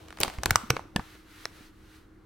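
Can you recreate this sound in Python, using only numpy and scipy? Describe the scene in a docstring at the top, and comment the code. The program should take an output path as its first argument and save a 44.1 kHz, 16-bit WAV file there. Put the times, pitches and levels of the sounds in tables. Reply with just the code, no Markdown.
"""Small ticks and a short crackle as the lips of a stiff foil pouch part, pulled open by hand.
The pouch is close to the microphone in a small quiet room. Its walls then buckle in sharp snaps:
noise bursts, each with a damped panel ring, and low rings where the pouch puffs its air.
Foil slides softly on the fingers as shaped noise, over a rumble of the grip.
Room air and a faint wavering hum lie underneath; a diffuse echo follows the snaps and crackle."""
import sys
import numpy as np
from scipy import signal
from scipy.io import wavfile

SR = 44100
rng = np.random.default_rng(int(sys.argv[2]) if len(sys.argv) > 2 else 0)


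def log_audio(samples):
    """Write samples as a 16-bit WAV file to the path given in sys.argv[1]."""
    # one column per channel
    frames = np.atleast_2d(samples).T
    # limit to full scale, then quantise
    limited = np.clip(frames, -1, 1)
    pcm = np.round(limited * 32767).astype(np.int16)
    wavfile.write(sys.argv[1], SR, pcm)


N = 99225
T = np.arange(N) / SR  # time [s]

# Noise is shaped in bands about half an octave wide
EDGES = 22 * 2 ** (np.arange(20) * .51)  # [Hz]
CENTRES = np.sqrt(EDGES[1:] * EDGES[:-1])  # [Hz]
BANK = [signal.butter(2, pair, "band", fs=SR, output="sos") for pair in zip(EDGES, EDGES[1:])]
SHARES = np.diff(EDGES) * 2 / SR  # each band's share of the power of white noise

# Buckling walls: (time [s], crack level [dB], bass lift [dB], treble tilt [dB per octave],
# panel pitch [Hz], panel ring level [dB], ring t60 [s],
# facets that ring too: list of (pitch [Hz], level [dB]))
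WALL_SNAPS = [(.2030, -16, 11, 7, 390, -20, 0.013, [(12500, 1)]), (.2120, -7, 15, 4, 1440, -33, 0.0028, []),
              (.2330, 7.5, 5, 1, 4600, -1, 0.0061, [(2650, -11), (4050, -7)]),
              (0.2476, -5.5, -5, -1, 814, -15.5, 0.0062, []), (.2790, -2.5, 5, -3, 980, -27.5, 0.007, []),
              (0.3852, -11, 8, -4.5, 2130, -32, 0.016, []),
              (0.4339, 2, -12, -1, 800, -19.5, 0.015, [(1550, -24), (3900, -21), (5800, -14.5),
              (7600, -15.5)]), (0.4578, 6.5, 9.5, 1.07, 328, -17.5, 0.011, [(4300, -15)]),
              (0.5072, 9.5, 1, 0, 1610, -8, 0.0089, [(14000, 3.5)]),
              (0.5577, 11.5, -12.5, -0.5, 1205, 1.5, 0.0052, [(6000, 1.5), (7500, 0.5)]),
              (0.7038, 13, -12.5, -3, 468, -15, 0.025, [(1200, -19), (5700, -4), (13200, 1)]),
              (0.766, 7.5, -9, -9.5, 542, -20.5, 0.015, []),
              (0.7939, -19, -5, -2.5, 915, -13.5, 0.0053, []),
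              (0.9614, 6.5, -1, -2.5, 1735, -18, 0.028, [(1080, -23), (2900, -16.5), (4540, -15)]),
              (0.995, 3, -29, -18, 864, -32.5, 0.026, []),
              (1.4544, -6.5, 1, -1, 652, -25, 0.016, [(1330, -25), (1900, -20.5), (4300, -18),
              (5200, -10)])]
# Stereo width of scattered sound: (frequency [Hz], side minus mid [dB])
SCATTERED_WIDTH = [(70, -22), (250, -9), (600, -1), (1400, -6.5), (3000, -7.5), (6000, -6), (12000, -5)]
PANEL_RISE_S = 0.00029


def from_db(db):
    """Decibels to gain."""
    return 10 ** (np.asarray(db) / 20)


def unit(x):
    """Scale to an energy of one."""
    return x / np.sqrt(np.sum(x ** 2) + 1e-20)


def at_hz(points, hz):
    """Read a table on a log-frequency axis."""
    frequencies, values = np.transpose(points)
    return np.interp(np.log(hz), np.log(frequencies), values)


def level(curve):
    """Gain over time from (time [s], level [dB]) rows."""
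    return from_db(np.interp(T, *np.transpose(curve)))


def swell(t, rise, decay):
    """Quick rise, exponential fall; both time constants in seconds."""
    return (1 - np.exp(-t / rise)) * np.exp(-t / decay)


def add(out, s, sound):
    """Mix a sound in at its time in seconds."""
    start = max(int(s * SR), 0)
    out[:, start:start + sound.shape[-1]] += sound[..., :N - start]


def stereo(mid, side, width_db):
    """Left and right of about unit energy each, from independent mid and side noise."""
    width = from_db(width_db)
    both = unit(mid) + width * unit(side) * np.array([[1], [-1]])
    return both / np.sqrt(1 + width ** 2)


def coloured(spectrum, drive):
    """Stereo noise shaped band by band, its grains weighted by drive; rms 1."""
    white = rng.standard_normal((2, 2, N)) * drive
    out = 0
    for k, hz in enumerate(CENTRES):
        # neighbouring bands take turns between two independent noises
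        mid, side = signal.sosfilt(BANK[k], white[k % 2])
        gain = from_db(at_hz(spectrum, hz)) * np.sqrt(SHARES[k])
        out = out + gain * stereo(mid, side, at_hz(SCATTERED_WIDTH, hz))
    return unit(out) * np.sqrt(2 * N)


def hollow(x):
    """One resonance lifts the middle, a hollow colour."""
    peak_hz, q, peak_db = 1380, 6.6, -5.5
    b, a = signal.iirpeak(peak_hz, q, fs=SR)
    return x + from_db(peak_db) * signal.lfilter(b, a, x)


def crack(db, bass_db, tilt_db, size=2048):
    """A crease gives way in a burst of about a millisecond; lows linger and the sheet shivers briefly."""
    # Colour of a crack: (frequency [Hz], relative level per Hz [dB])
    crack_colour = [(100, -11), (300, -5.5), (700, 2), (1400, 3), (3000, -0.5), (5500, -4), (9000, -3),
                    (13500, -14.5), (17000, -14.5)]
    # Stereo width of direct sound: (frequency [Hz], side minus mid [dB])
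    direct_width = [(200, -13), (500, -7), (1300, -18.5), (3000, -7), (6000, -1.5), (12000, 1.5)]
    rise_s, decay_s, ring_cycles = .00015, .0007, 0.67
    shiver_db, shiver_decay_s = -13.5, 0.0034
    bass_hz, treble_hz = 500, 1500
    t = np.arange(size) / SR
    white = rng.standard_normal((2, 2, size))
    shiver = from_db(shiver_db) * swell(t, decay_s, shiver_decay_s)
    out = 0
    for k, hz in enumerate(CENTRES):
        if hz < 150:  # the lowest bands stay silent
            continue
        band_decay_s = decay_s + ring_cycles / (2 * np.pi * hz)
        burst = swell(t, rise_s, band_decay_s) + shiver
        mid, side = signal.sosfilt(BANK[k], white[k % 2] * burst)
        bass_lift = bass_db / (1 + (hz / bass_hz) ** 2)
        treble_tilt = tilt_db * max(np.log2(hz / treble_hz), 0)
        colour = at_hz(crack_colour, hz) + bass_lift + treble_tilt
        gain = from_db(db + colour) * np.sqrt(SHARES[k])
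        out = out + gain * stereo(mid, side, at_hz(direct_width, hz))
    return out


def ring(hz, db, t60, rise, size=8192):
    """One damped mode of a loose, fluttering sheet, a little ahead in phase and louder in one ear."""
    lag_s, pan_db = .000022, 2.5  # difference between the ears
    roughness, flutter_hz = 0.34, 500
    t = np.arange(size) / SR
    ear = rng.choice([-1, 1]) * np.array([[.5], [-.5]])  # which side the patch lies on
    flutter_noise = np.interp(t * flutter_hz, np.arange(size), rng.standard_normal(size))
    flutter = 1 + roughness * flutter_noise
    envelope = swell(t, rise, t60 / np.log(1000))
    tone = np.sin(2 * np.pi * hz * (t + ear * lag_s))
    return from_db(db + ear * pan_db) * flutter * envelope * tone


def snaps():
    """Each wall buckles with a sharp crack and sets a panel ringing."""
    out = np.zeros((2, N))
    for s, db, bass_db, tilt_db, hz, ring_db, t60, _ in WALL_SNAPS:
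        add(out, s, crack(db, bass_db, tilt_db))
        add(out, s, ring(hz, ring_db, t60, PANEL_RISE_S))
    return out


def facets():
    """Small stiff facets ping with the snaps, falling by 60 dB in eighteen cycles."""
    cycles = 18
    out = np.zeros((2, N))
    for s, *_, pings in WALL_SNAPS:
        for hz, db in pings:
            add(out, s, ring(hz, db, cycles / hz, PANEL_RISE_S))
    return out


def ticks():
    """Small creases give way with a duller crack."""
    # Ticks: (time [s], level [dB])
    tick_rows = [(0.084, -14), (0.105, -12), (0.1257, -13), (0.1719, -12), (0.186, -10.5), (0.285, -15),
                 (.299, -8.5), (.444, -17), (.496, -9), (0.7007, 3.5), (1.152, -22.5)]
    bass_db, tilt_db = 0.5, -4  # bass lift [dB], treble tilt [dB per octave]
    out = np.zeros((2, N))
    for s, db in tick_rows:
        add(out, s, crack(db, bass_db, tilt_db))
    return out


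def crackle():
    """Countless tiny creases of uneven size give way under strain."""
    # Crackle as the foil is strained: (time [s], level [dB])
    strain = [(0, -54), (.195, -62), (.206, -29), (.225, -37.5), (.26, -39), (.31, -47), (.41, -57.5),
              (.47, -45.5), (.54, -47), (.62, -50), (.69, -73.5), (.75, -46), (.88, -74), (2.25, -78)]
    # Colour of the crackle: (frequency [Hz], relative level per Hz [dB])
    crackle_colour = [(100, -3), (300, 2.5), (800, 5.5), (1600, -8), (3000, -3), (5000, -11.5), (9000, -17),
                      (16000, -23)]
    creases_per_s, spread_db = 8000, 2.5
    born = rng.random(N) < creases_per_s / SR
    sizes = from_db(spread_db * np.minimum(rng.exponential(1, N), 5))
    return level(strain) * coloured(crackle_colour, born * sizes + 1e-9)


def puffs():
    """The pouch swells and pushes air, or a finger bumps it: short low damped rings."""
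    # Puffs and bumps: (time [s], pitch [Hz], level [dB], t60 [s])
    puff_rows = [(0.207, 116, -26, 0.021), (0.277, 115, -20.5, 0.014), (0.383, 59.3, -25.5, 0.097),
                 (0.4599, 93, -28, 0.13), (0.512, 95.5, -18.5, 0.049), (0.557, 100, -23, 0.044),
                 (0.636, 228, -31, 0.049), (0.7028, 126, -18, 0.087), (0.734, 325, -29.5, 0.042),
                 (0.854, 324, -38.5, 0.047), (0.9596, 199, -13, 0.025), (0.992, 168, -21.5, 0.018),
                 (1.152, 320, -41.5, 0.018), (1.587, 400, -47, 0.04), (1.608, 198, -33, 0.014)]
    rise_s = 0.00072
    out = np.zeros((2, N))
    for s, hz, db, t60 in puff_rows:
        add(out, s, ring(hz, db, t60, rise_s))
    return out


def sliding():
    """Foil slides on skin with a soft hiss that has a hollow colour."""
    # Slide before the hollow colour: (time [s], level [dB])
    slide = [(0, -69.5), (.35, -52.5), (.41, -64), (.6, -52), (.94, -71), (.99, -56), (1.14, -55.5),
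             (1.245, -64.5), (1.31, -57), (1.43, -52), (1.51, -60), (1.57, -55.5), (1.67, -57.5),
             (1.72, -69), (1.85, -64), (1.96, -58), (2.08, -74), (2.25, -75.5)]
    # Colour of the hiss: (frequency [Hz], relative level per Hz [dB])
    slide_colour = [(300, -16), (900, -2), (1700, 3.5), (2600, -0.5), (3700, -1.5), (5300, -6.5),
                    (10000, -12.5), (13500, -7), (17000, -22)]
    return level(slide) * hollow(coloured(slide_colour, 1))


def handling():
    """Hands rumble on the pouch as low noise that rises and falls with the grip."""
    # Rumble: (time [s], level [dB])
    grip = [(0, -55), (.18, -55.5), (.22, -42.5), (.34, -57.5), (.5, -36), (.6, -55), (.75, -46),
            (.92, -61), (.98, -38), (1.06, -67), (1.3, -66.5), (1.6, -56), (1.7, -72), (2.25, -70)]
    # Colour of the rumble: (frequency [Hz], relative level per Hz [dB])
    grip_colour = [(25, -4.5), (90, -1), (200, -14), (450, -14.5), (1000, -27), (4000, -65)]
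    return level(grip) * coloured(grip_colour, 1)


def room(dry, size=30000):
    """Diffuse echo of the room: noise tails by band, dying sooner in the bass and the top treble."""
    # Echo strength: (frequency [Hz], level [dB])
    echo_level = [(100, -22), (400, -18.5), (800, -13), (1300, -14.5), (2000, -17), (3200, -18.5),
                  (5000, -18.5), (8000, -15), (11000, -20), (16000, -25)]
    # Echo decay: (frequency [Hz], t60 [s])
    echo_t60 = [(150, 0.14), (1300, 0.4), (5000, 0.4), (14000, 0.12)]
    build_s = 0.002
    t = np.arange(size) / SR
    white = rng.standard_normal((2, 2, size))
    echo = 0
    for k, hz in enumerate(CENTRES):
        envelope = swell(t, build_s, at_hz(echo_t60, hz) / np.log(1000))
        mid, side = signal.sosfilt(BANK[k], white[k % 2]) * envelope
        gain = from_db(at_hz(echo_level, hz)) * np.sqrt(SHARES[k])
        echo = echo + gain * stereo(mid, side, at_hz(SCATTERED_WIDTH, hz))
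    return signal.fftconvolve(dry, echo, axes=1)[:, :N]


def room_air():
    """Steady noise of the room air, mostly low."""
    # Colour of the air: (frequency [Hz], relative level per Hz [dB])
    air_colour = [(25, 5.5), (100, -2), (200, -15.5), (330, -1.5), (480, -17), (800, -21.5), (1500, -15),
                  (2600, -42), (6000, -45), (16000, -53.5)]
    return from_db(-56.5) * coloured(air_colour, 1)


def hum(count=24):
    """Steady sines whose levels waver slowly and independently."""
    # Hum tones: (frequency [Hz], rms level before the waver [dB])
    tones = [(101, -69), (200, -70), (314, -62.5)]
    waver_db = 2
    out = np.zeros(N)
    for hz, db in tones:
        waver = np.interp(T, np.linspace(0, T[-1], count), rng.standard_normal(count))
        tone = np.sqrt(2) * np.sin(2 * np.pi * (hz * T + rng.random()))
        out = out + from_db(db + waver_db * waver) * tone
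    return out


def scene():
    """The pouch close by, its hollow echo, the hands, and the quiet room behind."""
    foil = snaps() + ticks() + crackle() + puffs()
    pings = facets()
    # small facets sound close up but send little into the room
    sent_to_room = foil + from_db(-5.5) * pings
    echo = hollow(room(sent_to_room))
    hands = sliding() + handling()
    return foil + pings + echo + hands + room_air() + hum()


def record(dry):
    """Peaks stop at full scale, then a steep low-pass cuts the top."""
    cutoff_hz = 16100
    low_pass = signal.ellip(10, .1, 80, cutoff_hz, fs=SR, output="sos")
    return signal.sosfilt(low_pass, np.clip(dry, -1, 1))


dry = scene()
out = record(dry)
log_audio(out)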